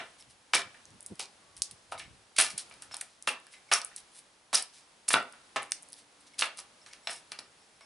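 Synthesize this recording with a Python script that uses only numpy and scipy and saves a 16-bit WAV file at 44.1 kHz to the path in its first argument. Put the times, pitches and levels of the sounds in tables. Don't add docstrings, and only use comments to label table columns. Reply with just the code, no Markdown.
import sys
import numpy as np
from scipy import signal
from scipy.fft import rfft, irfft, next_fast_len
from scipy.io import wavfile
from scipy.ndimage import uniform_filter1d, map_coordinates

SR = 44100
rng = np.random.default_rng(int(sys.argv[2]) if len(sys.argv) > 2 else 0)


def dump(signal):
    limited = np.clip(np.atleast_2d(signal).T, -1, 1)
    pcm = np.round(limited * 32767).astype(np.int16)
    wavfile.write(sys.argv[1], SR, pcm)


N = 346185

# start in seconds, strength in dB, sharpness (times a band's lean gives dB),
# thud adjustment in dB, seconds for the push to fall 20 dB (before limits), favoured pitch in Hz, favour in dB.
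BLOWS = [(.535, -20.5, 1.5, -32, 0.0061, 2150, 6), (.551, -28, -2, -3, 0.0032, 1360, -7),
         (.744, -57.5, 2.5, -17, .02, 1720, 13.5), (1.196, -43, -4.5, 0.5, 0.0066, 2520, 26),
         (1.921, -35, -4, -14, 0.0075, 1280, 8.5), (1.999, -57, 14, -11, 0.006, 1800, 5.5),
         (2.383, -21, 2, -13.5, 0.046, 2620, 0), (2.711, -52, 1, -13, 0.0051, 2450, 10),
         (2.824, -54.5, 2, -11, .0046, 1310, 12), (2.911, -49, 0, -11, .0065, 1390, 9),
         (2.94, -42.5, -1, -21, 0.0035, 1240, 1), (3.025, -51.5, -5, -16, 0.0019, 2200, 1.5),
         (3.274, -24, 0.5, -11, 0.0055, 2760, 6), (3.466, -59.5, -1.5, -9, 0.0078, 1750, 13),
         (3.537, -66, 10.5, -3, 0.0088, 2040, 27), (3.715, -19.5, 1, -22.5, 0.019, 1240, 6),
         (3.914, -56.5, -0.5, -11, 0.0081, 1750, 15.5), (4.529, -29, -2, -10.5, 0.02, 1260, 10.5),
         (5.083, -42, 0, -2, 0.0086, 2580, 19), (5.105, -29, 1, -12, 0.0029, 1790, 0),
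         (5.139, -19.5, -0.5, -3, 0.0034, 1447, 22.5), (5.156, -29, -6, -9, .008, 1430, 21),
         (5.335, -53, -2, -4, .02, 1490, 21), (5.56, -27.5, -2.5, -10, 0.0092, 1060, 17),
         (5.567, -36.5, 3.5, -11, 0.0074, 2020, 22), (5.624, -46.5, 0.5, -8, 0.0069, 2020, 17),
         (6.394, -42.5, 0.5, -4, 0.024, 2900, 0), (6.421, -24, 1.5, -19, 0.0062, 1470, 6.5),
         (6.586, -50.5, -1, -19, 0.011, 1085, 21), (6.862, -51, 1.5, -15, 0.019, 1860, 4),
         (6.932, -57.5, 8, -3, 0.008, 1860, 2), (7.072, -33, 1, -24, 0.0029, 690, 7),
         (7.095, -38.5, -0.5, -12, 0.0043, 1806, 10.5), (7.318, -42.5, 2, -5, 0.01, 2400, 2),
         (7.388, -46, -0.5, -2.5, 0.0074, 760, 2), (7.808, -54, -2, -14, 0.0071, 1230, 8)]
LAST_BLOW = (-28, -0.5, -8, -4, 1398, 15)
# centre in Hz, width in Hz, level in dB, lean.
KNOCK_BANDS = [(776, 467, 23, -1.49), (1320, 665, 25.5, 0.031), (3056, 2920, 28, 1.28)]
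# centre in Hz, width in Hz, level in dB before each blow's adjustment.
BLOCK_THUD = (297, 440, 17.6)
# centre in Hz, width in Hz, level over the broad knock in dB.
POLE_MODES = [(132, 11, 7), (253.5, 71, 1), (397, 33, 2.5), (512, 54, 2), (670, 56, 3.5), (820, 200, -9),
              (967, 136, -1), (1140, 64, -2), (1253, 59, -0.5), (1367, 59, -5.5), (1486, 38, -2.5),
              (1768, 170, 5), (2050, 62, -11), (2314, 119.5, 3), (2720, 62, 2.5)]
# pitch in Hz, T60 in seconds, ratio of shared to separate echo.
SHED_DECAY = [(152, 0.31, 11), (690, 0.27, 4), (2000, 0.25, 2.5), (5000, 0.21, 0.67), (10500, 0.14, 1.6)]
# time in seconds, level in dB; calm after the last.
WIND_LEVEL = [(0, -82), (.15, -90), (.27, -78), (.5, -91), (.93, -75.5), (1.3, -87), (1.6, -83),
              (1.85, -82), (2.12, -69.5), (2.3, -89), (2.45, -82), (2.7, -86), (2.85, -84), (3.2, -100)]
# pitch in Hz, relative density in dB per Hz.
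WIND_SPECTRUM = [(15, -60), (40, 4), (80, 5), (170, -4.5), (280, -11), (450, -15.5), (700, -48),
                 (1300, -120)]
# centre in seconds, level in dB, half length in seconds, pitch in Hz.
WIND_PUFFS = [(0.664, -67, 0.017, 149), (0.94, -68, 0.038, 129), (1.121, -52.5, 0.017, 195),
              (1.45, -83, 0.0097, 110), (1.733, -70, 0.02, 110), (1.596, -69, .03, 60),
              (1.96, -70, 0.019, 90), (2.1, -68, 0.036, 70), (2.387, -68, 0.0099, 50),
              (2.541, -63.5, 0.019, 151)]
# time in seconds, level in dB.
BACKGROUND_LEVEL = [(0.0, -57.5), (0.39, -63.5), (0.79, -60.5), (2.41, -62.5), (2.56, -56.5), (3.08, -63),
                    (3.98, -60.5), (4.44, -64), (5.88, -59.5), (6.04, -62.5), (6.54, -60), (7.85, -62.5)]
# pitch in Hz, relative density in dB per Hz.
BACKGROUND_SPECTRUM = [(15, -73), (25, -9), (100, -19.5), (256, -15.5), (338, -13.5), (403, -14),
                       (560, -10), (703, -10), (797, -8), (1260, -8.5), (2970, -8), (3280, -7),
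                       (10500, -14), (13600, -42), (22000, -120)]
# pitch in Hz, correlation (no unit).
BACKGROUND_LIKENESS = [(60, 1), (170, 0.95), (490, 0.67), (1420, 0.28), (4060, 0.54), (11600, 0.78)]
# start in seconds, end in seconds, pitch in Hz, peak level in dB.
FAR_HUMS = [(.4, 0.497, 273, -91), (1.397, 1.72, 1136, -73), (2.698, 3.02, 278, -82),
            (5.644, 6.41, 290, -82.5)]
# start in seconds, level in dB, treble over middle in dB,
# rise in seconds, length in seconds (8 dB of fall).
TEARS = [(0.183, -51.5, -1, .0075, .045), (0.288, -54, 0.5, 0.02, 0.031), (.533, -19.5, -13, .0015, 0.067),
         (1.193, -30, -28, .0012, .054), (1.569, -46.5, 3, 0.00085, 0.031),
         (1.709, -47.5, 6, 0.0034, 0.017), (1.914, -41.5, 0, 0.007, 0.02),
         (1.979, -43.5, -2, 0.0052, 0.052), (2.362, -27.5, -25, 0.0032, 0.019),
         (2.38, -17, -2.5, .0071, 0.08), (2.495, -34.5, -5, 0.0063, 0.034), (2.576, -30, -4, 0.0027, 0.042),
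         (2.819, -45, 1, .0021, 0.038), (2.911, -46.5, -14, .0044, 0.22),
         (3.009, -30.5, -13, .0026, 0.0056), (3.271, -27, -2, 0.0024, 0.046), (3.506, -49, -3, .025, 0.045),
         (3.713, -22.5, 1, .014, 0.054), (3.963, -45, 1, 0.018, 0.032), (4.114, -48.5, 2.5, 0.076, 0.02),
         (4.528, -19, -5.5, 0.019, 0.061), (4.723, -48, -6, 0.019, 0.092), (5.079, -26, -1, .0055, 0.0062),
         (5.101, -26, -2.5, 0.0053, 0.045), (5.125, -19.5, -1.5, .0053, 0.011),
         (5.56, -29.5, -33, .0026, 0.018), (5.934, -50.5, -2.5, 0.058, .04), (6.201, -64, 11, .008, 0.016),
         (6.259, -51, -28, 0.016, 0.027), (6.38, -27, -2, 0.016, 0.063), (6.565, -38, -5, .026, 0.029),
         (6.86, -49.5, -4, 0.0038, 0.06), (6.928, -48.5, -29, .002, 0.039), (7.07, -42, -4, 0.0022, .05),
         (7.089, -37.5, 1.5, 0.017, 0.08), (7.313, -42.5, 4, .0078, 0.015), (7.388, -38, -2, .0015, 0.016)]
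# pitch in Hz, T60 in seconds, level in dB.
STEEL_MODES = [(2200, 0.36, 3.5), (3840, .31, 2), (5255, .33, 2), (5470, 0.35, 8.5), (7840, .45, 2),
               (10600, .3, -4.5)]
# start in seconds, seconds until the wood damps it, level in dB,
# pitch in Hz of the mode rung best.
GRAZES = [(.2, 0.02, -55.5, 5150), (.54, 0.08, -47, 5530), (1.979, .09, -53, 2230),
          (1.995, 0.092, -55, 3750), (2.361, 0.013, -45.5, 2230), (2.503, .02, -54, 5240),
          (2.917, 0.043, -49, 5240), (3.535, 0.055, -57, 3700), (3.688, .014, -59.5, 2210),
          (3.726, 0.039, -32.5, 5600), (3.815, 0.0047, -41, 5170), (4.549, 0.05, -42, 5240),
          (6.335, .015, -60, 2230), (6.815, .023, -61, 5170), (6.91, 0.046, -59, 2260),
          (7.032, .13, -61, 7600), (7.046, .03, -60, 10400), (7.073, .012, -48.5, 5440),
          (7.09, 0.093, -44.5, 5160), (7.605, 0.059, -68, 5200), (7.755, 0.021, -67, 5150),
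          (7.809, 0.042, -60, 5150), (7.812, .04, -62, 2250)]
# time in seconds, middle level in dB, treble level in dB, middle pitch in Hz, length in ms.
CLICKS = [(.2094, -29, -26, 5100, 1.1), (.225, -20, -28, 3480, 0.5), (.5478, 10.5, -11, 4940, .54),
          (.5524, 3, 3, 2940, 3.1), (.8547, -20.5, -43, 6400, 1.8), (.9058, -35, -34, 5100, 2.1),
          (1.0075, -23, -16.5, 6000, 0.43), (1.028, -37, -18, 6040, 0.48), (1.0317, -43, -25, 5900, .55),
          (1.0633, -17, -9, 5900, 0.51), (1.067, -38, -13, 6800, 0.31), (1.0859, -28, -36, 3900, .9),
          (1.156, -32, -32, 5300, 3.6), (1.1966, -36, -10.5, 5900, 2), (1.567, -20, -20, 5000, 0.92),
          (1.6204, 9, 1.5, 5330, 0.23), (1.6241, -29, 3.5, 6400, 0.19), (1.637, -9, -25, 5860, 0.37),
          (1.712, -17.5, -15.5, 4460, .55), (1.9793, -17, -33, 3770, 3.1),
          (1.9962, -14.5, -16.5, 4040, 0.81), (2.3675, -11, -21, 3200, .95), (2.3888, 11, 8, 4040, 0.27),
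          (2.3923, -14, 0, 3100, 1.1), (2.4024, -9, 6, 6000, 1.1), (2.4126, -5, 12, 5400, 0.36),
          (2.423, 2, -1, 2370, 2.3), (2.4635, -12, -21, 5600, 0.62), (2.5033, -25, -19, 4400, 1.9),
          (2.5806, -24, -4.5, 6140, 2.9), (2.586, -12.5, -21, 4260, 1.1), (2.6984, -43, -24, 4400, 0.67),
          (2.7252, -25, -36, 4430, 2.2), (2.7404, -25, -28, 4300, 1.8), (2.8229, -17.5, -15.5, 4960, 2.1),
          (2.9441, -8, -10.5, 4240, 1.4), (2.9683, -17, -9, 5000, 1.3), (3.0127, -29, -7, 3000, 2.8),
          (3.0152, -5.5, -11, 2120, 1.6), (3.2254, -18.5, -16, 5900, 1.2), (3.2893, 2.5, -14, 2580, 9.1),
          (3.4013, -35, -29, 2900, 1.1), (3.4687, -27.5, -25, 4800, 0.94), (3.7375, 9.5, 1, 5630, 5.5),
          (3.817, -7.5, -14, 5000, 1.9), (3.8486, -33, -6, 5600, 2.7), (3.9632, -19, -8, 4600, 1.1),
          (3.9672, -17, -19, 6200, 0.76), (4.191, -37.5, -26, 5400, 1.1), (4.531, -7, -10, 4530, 1.4),
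          (4.5503, -15.5, 3, 5400, 3.3), (4.553, -14, 4, 5030, 1.5), (4.5561, 9.5, -8.5, 5180, 8.5),
          (4.6261, -14, -10, 4800, 6.9), (5.0864, -9, -3.5, 4900, 3.4), (5.0892, -7, 6.5, 6100, 1.5),
          (5.092, -2.5, -5.5, 5300, 6.9), (5.1218, -6, -14, 3600, 3.3), (5.1341, -22, -0.5, 4400, 4.8),
          (5.1425, 12.5, -6, 3270, 2), (5.228, -36, -25, 2400, 2.7), (5.3259, -29, -24, 5000, 1.7),
          (5.6233, -28, -22, 2300, 2.3), (5.6305, -35, -11.5, 2100, 0.83), (5.7109, -40, -17, 6200, 0.49),
          (5.7202, 7, 3, 6000, 0.44), (5.7215, 2, -28, 2570, .6), (5.8253, -45, -26, 5700, 4.3),
          (5.831, -46, -18, 5900, 0.9), (5.8878, -43, -23.5, 4260, 1.3), (5.903, -38, -25, 4000, .57),
          (5.9236, -28, -21, 5700, 1.1), (5.931, -16.5, -12.5, 5200, 0.75),
          (5.9405, -18.5, -35, 4360, 0.76), (6.3434, -26, -39, 2940, 2.4), (6.3932, 2, -5, 5000, 0.72),
          (6.4112, -2, -4.5, 4000, 1.6), (6.4246, 10, -35, 3000, 1.26), (6.458, -25, -15.5, 3000, 2.5),
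          (6.574, -25, -20, 5200, 2.1), (6.587, -34, -13.5, 5000, 1), (6.6016, -32, -14, 5200, .4),
          (6.8635, -20, -34, 4700, 1.1), (6.9342, -17, -30, 5300, 3.6), (7.0736, -1, -36, 3730, 2.9),
          (7.3198, -6, -23, 4570, 1.2), (7.3905, -9, -28, 4600, 3.3), (7.8097, -32, -38, 4470, 2.4)]
# pitch in Hz, gain in dB.
OVERALL_TONE = [(30, -4), (90, 9.5), (200, 10), (3500, -2), (5400, -1), (7100, -2.5), (9800, 1.5),
                (11000, 0.5), (11400, -32), (12100, -33)]

LEAD = SR // 2
LAST_BLOW_S = -.03
FAR_DB, FAR_T60_S, FAR_HZ, FAR_WIDTH_HZ = -21, 0.73, 2500, 7600
TEAR_HZ, TEAR_WIDTH_HZ = 4450, 9050
OTHER_MODES_DB, GRAZE_SPAN_LOG = -15, 0.048
STRAYS_PER_TEAR = 3
STRAY_DB, STRAY_SPREAD_DB, STRAY_REACH = 12, 12, 1.3
TOP_HZ = 12242


def amp(db):
    return 10 ** (np.asarray(db) / 20)


def unit(x):
    return x / np.sqrt(np.mean(x ** 2) + 1e-20)


def along(points, hz):
    f, v = np.transpose(points)
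    return np.interp(np.log(hz + 1), np.log(f + 1), v)


def curve(rows):
    return np.interp(np.arange(N) / SR, *np.transpose(rows))


def wobble(knots_per_s):
    knots = rng.standard_normal(int(N * knots_per_s / SR) + 4)
    return map_coordinates(knots, [np.arange(N) * knots_per_s / SR])


def filtered(x, response):
    m = next_fast_len(x.shape[-1] + SR // 4)
    spectrum = rfft(x, m) * response(np.fft.rfftfreq(m, 1 / SR))
    return irfft(spectrum, m)[..., :x.shape[-1]]


def peak(f, hz, width_hz):
    return 1j * f * width_hz / (hz * hz - f * f + 1j * f * width_hz)


def even(burst, size):
    z = rfft(burst)
    local_power = abs(uniform_filter1d(abs(z) ** 2, size))
    flat = irfft(z / np.sqrt(local_power + 1e-12), burst.shape[-1]) * (burst != 0)
    return flat / np.linalg.norm(flat, axis=-1, keepdims=True)


def add(track, s, sound):
    at = track[round((s + .5) * SR):][:len(sound)]
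    at += sound[:len(at)]


def rush(spectrum, alike):
    def mid_side(hz):
        turn = np.arccos(np.clip(along(alike, hz), -1, 1)) / 2
        return amp(along(spectrum, hz)) * [np.cos(turn), np.sin(turn)]
    mid, side = filtered(rng.standard_normal((2, N)), mid_side)
    return unit(np.array([mid + side, mid - side]))


def blows():
    out, t = np.zeros(N + LEAD), np.arange(SR // 4) / SR
    thud_hz, thud_width_hz, thud_gain_db = BLOCK_THUD
    for s, strength_db, sharp, thud_db, contact_s, ring_hz, ring_db in [(LAST_BLOW_S, *LAST_BLOW)] + list(BLOWS):
        fall = amp(-20 * t / np.clip(contact_s, .001, .04))
        shape = np.clip(t / 0.00034, 0, 1) * fall * (t < .12)
        push = even(shape * rng.standard_normal(len(t)), size=40)
        spread_db = 1.5 * rng.standard_normal(len(POLE_MODES))

        def colour(f):
            broad = sum((-1) ** k * amp(db + lean * sharp) * peak(f, hz, width_hz) ** 2
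                        for k, (hz, width_hz, db, lean) in enumerate(KNOCK_BANDS))
            thud = amp(thud_gain_db + thud_db) * peak(f, thud_hz, thud_width_hz) ** 2
            modes = 1
            for (hz, width_hz, db), chance_db in zip(POLE_MODES, spread_db):
                favour_db = ring_db * np.exp(-(np.log(hz / ring_hz) / 0.12) ** 2)
                modes = modes + amp(db + chance_db + favour_db) * peak(f, hz, width_hz)
            return (broad - thud) * modes

        add(out, s, amp(strength_db) * filtered(push, colour))
    return out


def shed(x):
    out, step = np.zeros((2, len(x) + SR)), SR // 4
    delay = 180
    table_hz, t60_s, share = np.transpose(SHED_DECAY)
    for a in range(0, len(x), step):
        hz, t, z = signal.stft(rng.standard_normal((3, SR // 2)), SR, nperseg=128)
        t60_at = along(np.c_[table_hz, t60_s], hz)[:, None]
        share_at = along(np.c_[table_hz, share], hz)[:, None]
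        pair = (share_at * z[0] + z[1:]) / np.sqrt(1 + share_at ** 2)
        tail = signal.istft(pair * amp(-60 * t / t60_at), SR, nperseg=128)[1]
        tail = even(tail, size=60)[:, :2 * step - step // 4]
        wet = signal.fftconvolve(x[None, a:a + step], tail, axes=1)
        out[:, a + delay:][:, :wet.shape[1]] += wet[:, :out.shape[1] - a - delay]
    return out[:, :len(x)]


def far(x):
    t = np.arange(SR) / SR
    noise = amp(-60 * t / FAR_T60_S) * rng.standard_normal((2, SR))
    tail = filtered(noise, lambda f: peak(f, FAR_HZ, FAR_WIDTH_HZ))
    tail = tail / np.linalg.norm(tail[0])
    return amp(FAR_DB) * signal.fftconvolve(x[None], tail, axes=1)[:, :len(x)]


def wind():
    t = np.arange(N) / SR
    lumps = amp(3.1 * wobble(18))
    out = amp(curve(WIND_LEVEL)) * unit(lumps * rush(WIND_SPECTRUM, [(100, 0.63)]))
    for s, db, half_s, hz in WIND_PUFFS:
        noise = [[1, 0.29], [1, -0.27]] @ rng.standard_normal((2, N))
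        thump = unit(filtered(noise, lambda f: peak(f, hz, 1.46 * hz) ** 2))
        out = out + amp(db) * np.exp(-((t - s) / half_s) ** 2) * thump
    return out


def background():
    level_db = curve(BACKGROUND_LEVEL) + 0.41 * wobble(7)
    out = amp(level_db) * rush(BACKGROUND_SPECTRUM, BACKGROUND_LIKENESS)
    t = np.arange(N) / SR
    for start_s, end_s, hz, db in FAR_HUMS:
        fade = np.clip(np.minimum(t - start_s, end_s - t) / 0.033, 0, 1)
        out = out + amp(db) * fade * np.sin(2 * np.pi * hz * t)
    return out


def crackle(mid, treble, mid_hz, width_hz):
    f = np.fft.rfftfreq(mid.shape[-1], 1 / SR)
    spectrum = rfft(mid) * peak(f, mid_hz, width_hz) ** 3 + rfft(treble) * peak(f, 9300, 5800) ** 3
    return irfft(spectrum, mid.shape[-1])


def tears():
    out = np.zeros(N + LEAD)
    for s, db, treble_db, rise_s, length_s in TEARS:
        t = np.arange(int((rise_s + 1.2 * length_s + 0.0086) * SR)) / SR
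        after = np.maximum(t - rise_s, 0) / length_s
        shape = np.clip(t / rise_s, 0, 1) * amp(-8 * after) * np.clip((1.6 - after) / 1.57, 0, 1)
        clumps = amp(2.8 * np.interp(t * 600, np.arange(len(t)), rng.standard_normal(len(t))))
        levels = amp([[db], [db + treble_db]])
        mid, treble = shape * clumps * levels * rng.standard_normal((2, len(t)))
        add(out, s, crackle(mid, treble, TEAR_HZ, TEAR_WIDTH_HZ))
    return out


def steel():
    out, t = np.zeros(N + LEAD), np.arange(SR // 4) / SR
    for s, free_s, graze_db, best_hz in GRAZES:
        shape = np.clip(t / 0.0012, 0, 1) * amp(graze_db - 60 * np.maximum(t - free_s, 0) / 0.022)
        for hz, t60_s, db in STEEL_MODES:
            away_db = OTHER_MODES_DB * (1 - np.exp(-(np.log(hz / best_hz) / GRAZE_SPAN_LOG) ** 2))
            pitch_waver, level_waver = 14 * uniform_filter1d(rng.standard_normal((2, len(t))), 200)
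            phase = 2 * np.pi * (hz * t + 45 * np.cumsum(pitch_waver) / SR)
            level = amp(db + away_db - 60 * t / t60_s + 3.7 * level_waver)
            add(out, s, level * shape * np.sin(phase))
    return out


def strays():
    s, db, treble_db, rise_s, length_s = np.repeat(TEARS, STRAYS_PER_TEAR, axis=0).T
    when, mid, treble, pitch, ms = rng.random((len(s), 5)).T
    time_s = s + when * (rise_s + STRAY_REACH * length_s)
    mid_db = db + STRAY_DB + STRAY_SPREAD_DB * np.log(mid + 1e-3)
    high_db = db + STRAY_DB + STRAY_SPREAD_DB * np.log(treble + 1e-3) + treble_db
    return np.c_[time_s, mid_db, high_db, TEAR_HZ * (.7 + .6 * pitch), .5 + 2 * ms]


def clicks():
    out, t = np.zeros(N + LEAD), (np.arange(512) - 160) / SR
    rows = np.r_[CLICKS, strays()]
    noises = rng.standard_normal((len(rows), 2, len(t)))
    for (s, mid_db, treble_db, mid_hz, ms), noise in zip(rows, noises):
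        shape = np.exp(-(t / (ms / 2500)) ** 2) * (abs(t) < .003)
        fray = even(noise * shape, size=18)
        mid, treble = fray * np.sqrt(ms + 0.55) * amp([[mid_db], [treble_db]])
        width_hz = 1.1 * mid_hz / (1 + 0.36 * ms)
        add(out, s + t[0] - .0002, crackle(mid, treble, mid_hz, width_hz))
    return out


def scene():
    knock = blows()
    split = tears() + clicks() + steel()
    direct = (knock + split) * amp([[-.3], [.3]])  # dB, left and right
    work = direct + shed(knock + amp(-10) * split) + far(knock + amp(-8) * split)
    return work[:, LEAD:] + wind() + background()


def record(dry):
    return filtered(dry, lambda hz: amp(along(OVERALL_TONE, hz)) * (hz < TOP_HZ))


dry = scene()
out = record(dry)
dump(out)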